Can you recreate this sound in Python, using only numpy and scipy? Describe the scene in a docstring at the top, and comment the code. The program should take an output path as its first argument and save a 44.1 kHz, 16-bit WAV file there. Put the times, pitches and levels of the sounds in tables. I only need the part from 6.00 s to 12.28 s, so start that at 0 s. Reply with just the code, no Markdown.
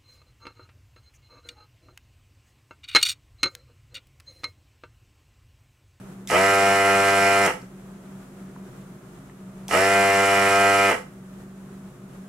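"""In a small workshop a fan hums and whooshes throughout, further off than the gun at the stereo microphone.
A hand-held desoldering gun is triggered twice, close by over a workbench and a little to the right: the switch
snaps, a motor spins up a diaphragm pump, the first stroke knocks, the plastic body buzzes as a comb of stroke
multiples and rattles by its resonances, and noise hisses through the nozzle. At each release the switch snaps
again and the motor coasts down. Between the bursts and at the second press, short noise bursts tap."""
import sys
import numpy as np
from scipy import signal
from scipy.fft import rfft, irfft
from scipy.io import wavfile

SR = 44100
rng = np.random.default_rng(int(sys.argv[2]) if len(sys.argv) > 2 else 0)


def persist_wave(psi):
    """Save psi, clipped to +-1, as 16-bit WAV."""
    counts = np.round(np.clip(psi, -1, 1) * 32767).astype(np.int16)
    wavfile.write(sys.argv[1], SR, np.atleast_2d(counts).T)


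N = 277080
TIME = np.arange(N) / SR


def from_db(db):
    """Decibels to gain."""
    return 10 ** (np.asarray(db) / 20)


def rms_one(x):
    """Scale to unit rms."""
    return x / np.sqrt(np.mean(x ** 2) + 1e-20)


def in_time(rows):
    """Columns of a curve table whose first column is seconds, one value per sample."""
    seconds, *columns = np.transpose(rows)
    return [np.interp(TIME, seconds, column) for column in columns]


def drift(rate_hz):
    """Slow random wander with spread 1: low-passed noise made at every 40th sample."""
    pole = np.exp(-80 * np.pi * rate_hz / SR)
    noise = rng.standard_normal(N // 40 + 2002)
    slow = signal.lfilter([1], [1, -2 * pole, pole * pole], noise)[2000:]   # drop the filter's start
    return np.interp(np.arange(N) / 40, np.arange(len(slow)), rms_one(slow))


def sides(pan_db):
    """Left and right gains of a left-minus-right level difference."""
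    return from_db(np.array([[.5], [-.5]]) * pan_db)


def resonate(x, hz, width_hz):
    """Two-pole resonance; a unit click rings with a height of about 1."""
    radius, angle = np.exp(-np.pi * width_hz / SR), 2 * np.pi * hz / SR
    poles = [1, -2 * radius * np.cos(angle), radius * radius]
    return signal.lfilter([0, np.sin(angle)], poles, x + 1e-18)


def stereo_noise(spectrum, alike):
    """Coloured noise whose two sides agree as the likeness table says; rms 1."""
    log_hz = np.log(np.arange(1, N // 2 + 2) * SR / N)
    level_db, like = (np.interp(log_hz, np.log(np.array(p)[:, 0]), np.array(p)[:, 1])
                      for p in (spectrum, alike))
    like = np.clip(like, 0, 1)
    mid, side = rfft(rng.standard_normal((2, N)))
    both = np.sqrt(1 + like) * mid + np.sqrt(1 - like) * side * [[1], [-1]]
    return rms_one(irfft(from_db(level_db) * both, N))


ROOM_T60_S, ROOM_DB = 0.28, -4.5


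def room(x):
    """Diffuse tail of the small workshop: decaying noise from 4 ms on, another one for each side."""
    t = np.arange(SR // 2) / SR
    tail = rng.standard_normal((2, len(t))) * from_db(-60 * t / ROOM_T60_S) * (t > .004)
    tail = tail / np.sqrt(np.sum(tail ** 2, axis=1, keepdims=True))
    return signal.fftconvolve(x, tail, axes=1)[:, :N]


# Fan air and room hiss. Each row: frequency in Hz, relative level in dB per Hz.
WHOOSH_SPECTRUM = [(20, -32), (50, -23), (90, -29), (107, -26), (118, -15.5), (185, -12), (215, -21.5),
                   (265, -21.5), (320, -23.5), (370, -18.5), (450, -25.5), (900, -31.5), (1280, -30),
                   (2000, -38), (4800, -48.5), (7200, -44), (11000, -47), (15800, -55)]
# How alike the whoosh is at the two capsules. Each row: frequency in Hz, left-right likeness (1 = same).
WHOOSH_LIKENESS = [(25, 0.75), (60, 0.82), (150, 1), (380, 0.84), (950, 0.41), (2400, 0.071), (6000, 0)]
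# Weaker fan tones. Each row: frequency in Hz, mean rms level in dB.
FAN_TONES = [(48.4, -63), (72, -73), (96.5, -73), (121, -56.5), (145, -58.5), (242, -64.5), (264, -58.5),
             (355, -60.5), (385, -63), (625, -66.5), (700, -71)]
# Wavering blade hum. Each row: time in seconds, mean rms level in dB.
BLADE_LEVEL = [(0, -45), (.15, -42.5), (1.56, -46), (2.24, -42), (2.3, -59), (2.38, -43), (2.92, -46),
               (3.02, -53.5), (3.3, -47), (3.66, -40.5), (5.04, -52), (5.2, -39), (5.55, -45), (5.86, -42),
               (5.93, -57), (6.04, -45.5), (6.11, -55), (6.2, -38), (6.28, -45)]
BLADE_HZ, WHOOSH_DB = 192.8, -46.5


def fan():
    """Further off: air turbulence as noise, a wavering blade hum and weaker tones as drifting sines."""
    whoosh = from_db(WHOOSH_DB + 1.0 * drift(6.2)) * stereo_noise(WHOOSH_SPECTRUM, WHOOSH_LIKENESS)
    hum_gain = from_db(in_time(BLADE_LEVEL)[0] + 1.9 * drift(7))
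    hum = hum_gain * np.sin(2 * np.pi * BLADE_HZ * TIME + 0.67 * drift(2.8))
    for hz, db in FAN_TONES:
        tone = np.sin(2 * np.pi * hz * TIME + 0.89 * drift(1.94))
        hum = hum + from_db(db + 2.0 * drift(3.9)) * tone
    return whoosh + np.sqrt(2) * hum   # rms to peak of a sine


# Taps on board and body. Each row: start in seconds, dry peak in dB, pitch in Hz.
TAP_ROWS = [(1.617, -42, 5400), (1.858, -48, 1000), (2.499, -48, 1250), (2.562, -36, 1150),
            (3.297, -40.5, 1900), (3.491, -46, 1350), (3.688, -27, 810)]


def taps():
    """Small taps: a noise burst of contacts fading over 1.8 ms, through two broad resonances."""
    out = np.zeros(N)
    bursts = rng.standard_normal((len(TAP_ROWS), 800)) * np.exp(-np.arange(800) / 78.0)
    for (start_s, db, hz), burst in zip(TAP_ROWS, bursts):
        ring = resonate(resonate(burst, hz, 0.67 * hz), hz, .8 * hz)
        out[round(start_s * SR):][:800] += from_db(db) * ring / np.max(abs(ring))
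    return out


# Ringing of the trigger switch. Each row: frequency in Hz, width in Hz, relative level in dB.
SWITCH_RINGS = [(3440, 650, 2.5), (6300, 600, 4), (8500, 900, -2), (12100, 900, 0)]


def switch():
    """A snap with fast bounces at press and release; too small a part to radiate lows."""
    clicks = np.zeros(N)
    snaps = []
    for row in TRIGGER_PULLS:
        snaps += [(row[0], row[6]), (row[1], row[7])]
    bounces = rng.standard_normal((len(snaps), 200)) * np.exp(-np.arange(200) / 60.)
    for (start_s, db), bounce in zip(snaps, bounces):
        clicks[round(start_s * SR):][:200] = from_db(db) * bounce
    snap = sum(from_db(db) * resonate(clicks, hz, width_hz) for hz, width_hz, db in SWITCH_RINGS)
    high_pass = signal.butter(4, 2500, "high", fs=SR, output="sos")
    return signal.sosfilt(high_pass, snap) * sides(-1)


# Suction hiss. Each row: frequency in Hz, relative level in dB per Hz.
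AIR_SPECTRUM = [(300, -45), (2090, 6), (3550, -5.5), (5400, 0), (6080, -2), (6880, -2), (7650, 2),
                (8670, -4), (9530, -1), (10100, -1.5), (13000, -13.5), (14600, -15), (15800, -21)]
# How alike the hiss is at the two capsules. Each row: frequency in Hz, left-right likeness (1 = same).
AIR_LIKENESS = [(1500, 0.97), (3500, 0.46), (6800, 0.79), (15000, .3)]
# Nozzle and filter. Each row: frequency in Hz, width in Hz, mean level in dB against the hiss.
NOZZLE_WHISTLES = [(3600, 51, -28), (4290, 80, -27), (5020, 89, -25), (5460, 110, -16), (6800, 120, -28),
                   (7460, 43, -20), (8060, 140, -16.5), (9300, 53, -16), (9770, 130, -20.5),
                   (11300, 180, -21.5)]
VALVE_HZ, VALVE_WIDTH_HZ = 5200, 590


def air(turns, pulse_db, flutter_db, tick_db):
    """Suction hiss swells once a stroke; narrow resonances come and go in the nozzle; the valve ticks."""
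    hiss = stereo_noise(AIR_SPECTRUM, AIR_LIKENESS)
    white = rng.standard_normal(N)
    for hz, width_hz, db in NOZZLE_WHISTLES:
        hiss = hiss + from_db(db + 2.6 * drift(4.6)) * rms_one(resonate(white, hz, width_hz))
    stroke = np.diff(np.floor(turns), prepend=0) > 0
    slap = stroke * from_db(tick_db + 3.0 * rng.standard_normal(N))
    tick = resonate(np.diff(slap, prepend=0), VALVE_HZ, VALVE_WIDTH_HZ)   # the valve flap slaps shut
    pulse = from_db(pulse_db * np.cos(2 * np.pi * (turns - .4)) + flutter_db * drift(58))
    return (tick + hiss * pulse) * sides(-4)


# Resonances of the gun body. Each row: frequency in Hz, width in Hz, relative level in dB,
# left minus right in dB.
BODY_MODES = [(200, 90, -16, 0), (403, 65, -6.5, 0.5), (511, 24, -9, -3), (689, 45, -2.5, -1),
              (879, 46, -3.5, 4.5), (1000, 120, -8, -16), (1296, 51, 1, -1), (1612, 120, 0, 2),
              (1935, 126, 1, -12.5), (2100, 97, 1, -0.5), (2394, 135, -1.5, -7.5), (2690, 130, -2.5, 1),
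              (2930, 230, 2.5, -6.5)]
BODY_TOP_HZ = 3300
DULLING = 0.7   # power of the speed per octave above the lowest mode: higher modes weaken more at low speed


def first_strokes():
    """The diaphragm breaks loose: one knock into every body mode."""
    clicks = np.zeros(N)
    for on, *_, after_s, db in TRIGGER_PULLS:
        clicks[round((on + after_s) * SR)] = from_db(db)
    knock = 0
    for k, (hz, width_hz, db, pan_db) in enumerate(BODY_MODES):
        gain = (-1) ** k * from_db(db + 0.83 * np.log2(hz / 1000)) * sides(pan_db)
        knock = knock + gain * resonate(clicks, hz, width_hz)
    return knock


def rattle(share, turns, beat_db, uneven_db, loose_db, grit_db, contacts):
    """What differs from stroke to stroke rings the body; loose parts chatter below full speed."""
    stroke = np.diff(np.floor(turns), prepend=0) > 0
    contact = np.diff(np.floor(turns * contacts), prepend=0) > 0
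    beat = np.cos(2 * np.pi * (RIPPLE_HZ * TIME - turns))
    chance = rng.standard_normal((4, N))
    knocks = stroke * (from_db(beat_db) * beat + from_db(uneven_db) * chance[0])
    # the same contacts every turn
    pattern = rng.standard_normal(contacts)[(turns * contacts).astype(int) % contacts]
    chatter = from_db(loose_db) * (1 - share ** 5.0) * (1.04 * pattern + 1.24 * chance[1])
    grit = from_db(grit_db) * (chance[2] + .5 * chance[3] * [[1], [-1]])   # bearings and valve flutter
    force = knocks + contact * chatter + grit
    body = 0
    for k, (hz, width_hz, db, pan_db) in enumerate(BODY_MODES):
        dulled = force * share ** (DULLING * np.log2(hz / BODY_MODES[0][0]))
        body = body + (-1) ** k * from_db(db) * sides(pan_db) * resonate(dulled, hz, width_hz)
    # the shell is dead above
    return signal.sosfilt(signal.butter(6, BODY_TOP_HZ, fs=SR, output="sos"), body)


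# Steady buzz, one row per multiple 1, 2, 3 .. of the stroke rate.
# Each row: relative level in dB, left minus right in dB.
BUZZ_ORDERS = [(-39.5, 0), (-36.5, -1), (-37, 0), (-29.5, -2), (-29.5, 0.5), (-30.5, -1.5), (-23, 4),
               (-31.5, -1), (-37, -1.5), (-35.5, -7), (-36.5, -1), (-39.5, 6), (-34.5, -4.5), (-28, 0.5),
               (-46, -11), (-32.5, -8), (-43, -10), (-33.5, 7), (-42.5, -17), (-35, -14), (-32, -2),
               (-35.5, 1), (-46, -12), (-34.5, -5.5), (-33.5, 0), (-52.5, -12), (-45, -7), (-41.5, -5),
               (-40.5, 0), (-40, 0), (-45, -2), (-50, -5), (-53, -5), (-59, 4), (-53.5, 13), (-66, 11),
               (-61, -2), (-58, -4), (-55, 0), (-59, -4), (-67, -9), (-71, -7), (-51, 5), (-52.5, -1)]
# One multiple fades and swells by itself. Each row: time in seconds, gain in dB.
ORDER_SWELL = [(.5, 6.5), (.7, 3.5), (1.4, 3), (3.9, -4.5), (4.9, 10.5)]
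SWELL_ORDER, RIPPLE_HZ = 13, 120


def buzz(share, turns, wander, ripple_db, settle):
    """Alike strokes give a comb of multiples; it locks in only near full speed."""
    orders = np.arange(1, len(BUZZ_ORDERS) + 1)
    live = share > .3   # the comb is only made above this share of full speed
    # several contacts a stroke scatter the phases; higher multiples differ more between the sides
    phase = rng.standard_normal(len(orders)) * (.9 + 2 * np.exp(-orders / 8))
    lag = .07 + .6 * np.tanh(orders / 14) ** 2 * rng.standard_normal(len(orders))
    turn = np.exp(2j * np.pi * turns[live])
    total, multiple = 0, 1
    for k, (order, (db, pan_db)) in enumerate(zip(orders, BUZZ_ORDERS)):
        multiple = multiple * turn
        sway = 1 + wander * np.sqrt(order) * (drift(5.3) + 1j * drift(4.3))[live]
        if order == SWELL_ORDER:
            sway = sway * from_db(in_time(ORDER_SWELL)[0][live])
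        line = np.sqrt(2) * from_db(db) * sway * multiple
        line = line * share[live] ** (settle * np.sqrt(order / 7))   # high multiples smear longest
        side_phase = phase[k] + lag[k] * np.array([[-.5], [.5]])
        total = total + line * sides(pan_db) * np.exp(1j * side_phase)
    # rectified mains beats against the stroke rate and adds a weak line beside each multiple
    beat = np.exp(2j * np.pi * RIPPLE_HZ * TIME[live]) / turn
    out = np.zeros((2, N))
    out[:, live] = (total * (1 + from_db(ripple_db) * beat)).real
    return out


# Trigger pulls. Each row: press in seconds, release in seconds, early and late full-speed strokes per second,
# relative buzz level in dB, relative air level in dB, press and release click drive in dB,
# first hard stroke in seconds after the press, its knock drive in dB.
TRIGGER_PULLS = [(.274, 1.463, 98.2, 98.45, -0.5, -33, -40, -35, .0261, -26),
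                 (3.682, 4.900, 98.25, 98.75, -0.5, -33, -39.5, -40, .029, -24.5)]
SPIN_UP_S, COAST_S = .035, .09   # time constants


def motor():
    """Share of full speed (a first-order rise, then a coast) and the turns made so far."""
    share, speed = np.zeros(N), []
    for on, off, early, late, *_ in TRIGGER_PULLS:
        rise = 1 - np.exp(-np.clip(TIME - on, 0, off - on) / SPIN_UP_S)
        coast = np.exp(-np.clip(TIME - off, 0, None) / COAST_S)
        share = np.maximum(share, rise * coast)
        speed += [(on, early), (off, late)]
    return share, np.cumsum(share * in_time(speed)[0]) / SR


STALL_S = 0.0053   # the motor strains silently before its buzz is heard
BUZZ_POWER, AIR_POWER = 1.9, 0.73   # loudness grows as a power of the rising speed
SURGE_S, BUZZ_SURGE_DB, AIR_SURGE_DB = 0.07, 2, 2   # overshoot while the pump loads up
BUZZ_FALL_DB_PER_S, AIR_FALL_DB_PER_S = 195, 233


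def effort(levels_db, stall_s, power, surge_db, fall_db_per_s):
    """Gain over time: rise with the speed, a surge, a hold, a steady fall in dB."""
    gain = np.zeros(N)
    for (on, off, *_), db in zip(TRIGGER_PULLS, levels_db):
        since = np.clip(TIME - on, 0, None)
        rise = 1 - np.exp(-np.clip(since - stall_s, 0, None) / SPIN_UP_S)
        surge = (since / SURGE_S) ** 2 * np.exp(2 - 2 * since / SURGE_S)
        fall_db = fall_db_per_s * np.clip(TIME - off, 0, None)
        gain += rise ** power * from_db(db + surge_db * surge - fall_db)
    return gain


def scene():
    """Gun close by, a little to the right; fan further off. The room is heard on the unsteady sounds."""
    share, turns = motor()
    buzz_db, air_db = np.transpose(TRIGGER_PULLS)[4:6]
    body_gain = effort(buzz_db, STALL_S, BUZZ_POWER, BUZZ_SURGE_DB, BUZZ_FALL_DB_PER_S)
    air_gain = effort(air_db, 0, AIR_POWER, AIR_SURGE_DB, AIR_FALL_DB_PER_S)
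    steady = body_gain * buzz(share, turns, wander=0.054, ripple_db=-30, settle=2.8)
    loose = rattle(share, turns, beat_db=-34, uneven_db=-42.5, loose_db=-22, grit_db=-57.5, contacts=7)
    hiss = air(turns, pulse_db=2.24, flutter_db=0.95, tick_db=7)
    unsteady = body_gain * loose + air_gain * hiss
    unsteady = unsteady + first_strokes() + switch() + taps()
    return steady + unsteady + from_db(ROOM_DB) * room(unsteady) + fan()


CUTOFF_HZ = 15800


def record(dry):
    """Stereo microphone: the left capsule hears everything one sample later; the top is cut steeply."""
    dry = np.array([np.roll(dry[0], 1), dry[1]])
    return signal.sosfilt(signal.ellip(14, .3, 70, CUTOFF_HZ, fs=SR, output="sos"), dry)


dry = scene()
out = record(dry)
persist_wave(out)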